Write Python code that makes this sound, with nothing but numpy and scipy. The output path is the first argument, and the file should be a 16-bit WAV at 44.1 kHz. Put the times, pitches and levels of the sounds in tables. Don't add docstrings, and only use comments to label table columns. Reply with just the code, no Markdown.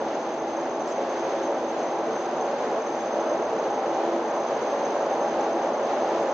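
import sys
import numpy as np
from scipy import signal
from scipy.fft import rfft, irfft
from scipy.io import wavfile
from scipy.ndimage import uniform_filter1d, map_coordinates

SR = 44100
rng = np.random.default_rng(int(sys.argv[2]) if len(sys.argv) > 2 else 0)


def dump_mix(stems):
    frames = np.atleast_2d(stems).T
    limited = np.clip(frames, -1, 1)
    pcm = np.round(limited * 32767).astype(np.int16)
    wavfile.write(sys.argv[1], SR, pcm)


N = 279153
T = np.arange(N) / SR
HZ = np.arange(N // 2 + 1) * SR / N

# frequency in Hz, relative density in dB per Hz.
RUMBLE_COLOUR = [(30, -70), (45, -56), (65, -46.5), (115, -39.5), (200, -15.5), (315, -15.5), (345, -6),
                 (485, -4.5), (600, -3), (690, -5.5), (810, -3.5), (1120, -12.5), (1800, -27.5),
                 (3000, -42.5), (5000, -84.5)]
# frequency in Hz, relative density in dB per Hz.
RUSH_COLOUR = [(700, -20), (1500, 10), (2200, 3.5), (2700, 1), (4000, -3.5), (5500, -6.5), (6800, -10),
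               (7400, -16), (7800, -30), (7950, -66)]
# frequency in Hz, relative density in dB per Hz.
SCUFF_COLOUR = [(2500, -20), (4600, -8), (5500, 0), (7300, -2), (7900, -15), (8600, -24)]
# frequency in Hz, side minus mid in dB.
STEREO_WIDTH = [(60, -31.5), (180, -32.5), (310, -34.5), (530, -22.5), (900, -16), (1200, -11.5),
                (1550, -5.5), (2100, -7), (3200, -2), (4600, -1), (7000, -10), (7800, -18.5)]

# frequency in Hz, width in Hz, relative level in dB.
DUCT_MODES = [(76, 8.6, -19.5), (125.2, 14, -16), (145.8, 17, -12.5), (224, 18, -2.5), (250.4, 20, -1),
              (288, 25, -2)]
# frequency in Hz, width in Hz, relative level in dB.
FRAME_MODES = [(350, 16, -3), (383, 12, -3), (420, 20, -5), (449, 22, 0), (594, 12, 5), (618, 20, -2),
               (652, 12, 2), (667, 10, 2), (700, 14, -1), (738, 30, -5), (1330, 30, -13)]
# frequency in Hz, width in Hz, relative level in dB.
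DRONE_MODES = [(522, 36, -7), (556, 34, 0)]
# frequency in Hz, width in Hz, relative level in dB.
EDGE_MODES = [(756, 14, -2), (781, 12, 2), (810, 10, 1.5), (832, 14, -1), (862, 16, -3)]
# frequency in Hz, width in Hz, relative level in dB.
WHINE_STRANDS = [(6215, 18, -5), (6245, 30, -6), (6270, 18, -4), (6287, 16, 0), (6312, 16, -2),
                 (6337, 20, -11), (6280, 150, -15)]
# frequency in Hz, width in Hz, relative level in dB.
HUM_HAZE = [(334, 6, 0)]

# time in seconds, level in dB.
DRONE_LEVEL = [(0, -38), (.92, -41), (1.05, -33), (1.35, -33), (1.7, -37), (3.2, -38), (4.0, -36),
               (4.6, -37), (4.8, -32.5), (6.33, -34.5)]
# time in seconds, level in dB.
EDGE_LEVEL = [(0, -44.5), (.6, -39.5), (1.3, -42.5), (2.4, -37), (3.4, -39), (3.95, -33.5), (4.4, -46),
              (5.3, -35.5), (6.33, -37)]
# time in seconds, level in dB.
RUSH_LEVEL = [(0, -45), (.85, -46), (1.2, -44), (1.7, -45.5), (5.0, -44), (6.33, -43)]
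# time in seconds, level in dB.
WHINE_LEVEL = [(0, -54), (1.2, -51.5), (2.2, -52.5), (3.0, -51.5), (3.7, -53), (4.8, -50.5), (5.6, -53),
               (6.33, -51.5)]
# time in seconds, level in dB.
HUM_LEVEL = [(0, -45), (.22, -45), (.33, -37), (.78, -37), (.96, -50), (1.15, -38), (1.5, -37), (1.76, -45),
             (1.95, -37), (2.3, -47), (2.9, -41), (3.2, -38), (3.75, -41), (4.17, -34), (4.42, -45),
             (5.12, -46), (5.5, -38), (5.85, -46), (6.1, -39), (6.33, -45)]
# start in seconds, level in dB, time in contact in seconds.
SCUFFS = [(0.866, -53.5, .03), (.9, -56, .02), (1.77, -66, .02), (2.19, -63, .035), (6.18, -61, .05)]

RUMBLE_DB, RUMBLE_GROWTH_DB_S = -30, 0.5
FRAME_DB, FRAME_GROWTH_DB_S = -35, 0.5
BOOM_DB, BOOM_GROWTH_DB_S = -41.5, 0.05

TRAIL = 2.6
WHINE_SIDE_DB = -10
HUM_HZ = 330.5
SCUFF_T60_S = 0.089
LEFT_LAG_S, LEFT_DB = 1.5e-5, -.1
LOW_CUT_HZ, TOP_HZ = 42, 8500


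def undb(db):
    return 10 ** (np.asarray(db) / 20)


def swell(points):
    s, db = np.transpose(points)
    return undb(np.interp(T, s, db))


def gain_of_points(points):
    hz, db = np.transpose(points)
    return undb(np.interp(np.log(HZ + 1), np.log(hz), db))


def gain_of_modes(modes, order=2, trail=0.95):
    power = 0
    for hz, width, db in modes:
        skirt = np.where(HZ > hz, trail * width, width)
        detune = (HZ - hz) * 2 / skirt
        power = power + undb(2 * db) / (1 + detune ** 2) ** order
    return np.sqrt(power)


def field(gain, side_gain):
    mid = rfft(rng.standard_normal(N)) * gain
    side = rfft(rng.standard_normal(N)) * gain * side_gain
    lag = np.exp(-2j * np.pi * HZ * LEFT_LAG_S)
    left = irfft((mid + side) * lag, N) * undb(LEFT_DB)
    right = irfft(mid - side, N)
    return np.array([left, right]) / np.std(irfft(mid, N))


def diffuse(gain):
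    return field(gain, gain_of_points(STEREO_WIDTH))


def walk(rate):
    hold = int(SR / rate)
    steps = np.repeat(rng.standard_normal(N // hold + 1), hold)
    slewed = uniform_filter1d(uniform_filter1d(steps, hold), hold)
    return 1.3 * slewed[:N]


def wander(x, drift, rate):
    speed = 1 + drift * walk(rate)
    place = np.cumsum(speed / speed.mean())
    return np.array([map_coordinates(channel, [place], mode="mirror") for channel in x])


def rumble():
    flicker_db = 0.5
    return diffuse(gain_of_points(RUMBLE_COLOUR)) * undb(flicker_db * walk(13))


def frame():
    flicker_db = 1.1
    rings = wander(diffuse(gain_of_modes(FRAME_MODES)), drift=.004, rate=3)
    return rings * undb(flicker_db * walk(3.1))


def booms():
    return diffuse(gain_of_modes(DUCT_MODES, trail=TRAIL))


def rush():
    flicker_db = 0.73
    return diffuse(gain_of_points(RUSH_COLOUR)) * undb(flicker_db * walk(15))


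def drone():
    return wander(diffuse(gain_of_modes(DRONE_MODES)), drift=.01, rate=4)


def edge():
    return wander(diffuse(gain_of_modes(EDGE_MODES)), drift=.004, rate=3)


def whine():
    return field(gain_of_modes(WHINE_STRANDS), undb(WHINE_SIDE_DB))


def hum():
    waver_hz, flicker_db = 3.5, 2.1
    haze_db, octave_db = -5.5, -4
    pitch = HUM_HZ + waver_hz * np.abs(walk(9))
    phase = 2 * np.pi * np.cumsum(pitch) / SR
    fundamental = undb(flicker_db * walk(14)) * np.sin(phase)
    octave = undb(octave_db + flicker_db * walk(8.7)) * np.sin(2 * phase)
    tone = np.sqrt(2) * (fundamental + octave)
    haze = undb(haze_db) * diffuse(gain_of_modes(HUM_HAZE, trail=TRAIL))
    return (tone + haze) * swell(HUM_LEVEL)


def scuffs():
    rise_s, grain_db = .007, 3
    shape = np.zeros(N)
    for start, db, rub in SCUFFS:
        age = np.maximum(T - start, 0)
        rise = 1 - np.exp(-age / rise_s)
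        fade = np.exp(-np.log(1000) * np.maximum(age - rub, 0) / SCUFF_T60_S)
        shape += undb(db) * rise * fade
    grain = undb(grain_db * walk(300))
    return shape * grain * diffuse(gain_of_points(SCUFF_COLOUR))


def scene():
    roar = undb(RUMBLE_DB + RUMBLE_GROWTH_DB_S * T) * rumble()
    roar = roar + undb(FRAME_DB + FRAME_GROWTH_DB_S * T) * frame()
    roar = roar + undb(BOOM_DB + BOOM_GROWTH_DB_S * T) * booms()
    air = swell(RUSH_LEVEL) * rush()
    rings = swell(DRONE_LEVEL) * drone() + swell(EDGE_LEVEL) * edge()
    drive = swell(WHINE_LEVEL) * whine()
    return roar + air + rings + drive + hum() + scuffs()


def record(dry):
    low_cut = signal.butter(2, LOW_CUT_HZ, "high", fs=SR, output="sos")
    top_cut = signal.ellip(8, .2, 70, TOP_HZ, fs=SR, output="sos")
    return signal.sosfilt(top_cut, signal.sosfilt(low_cut, dry))


dry = scene()
out = record(dry)
dump_mix(out)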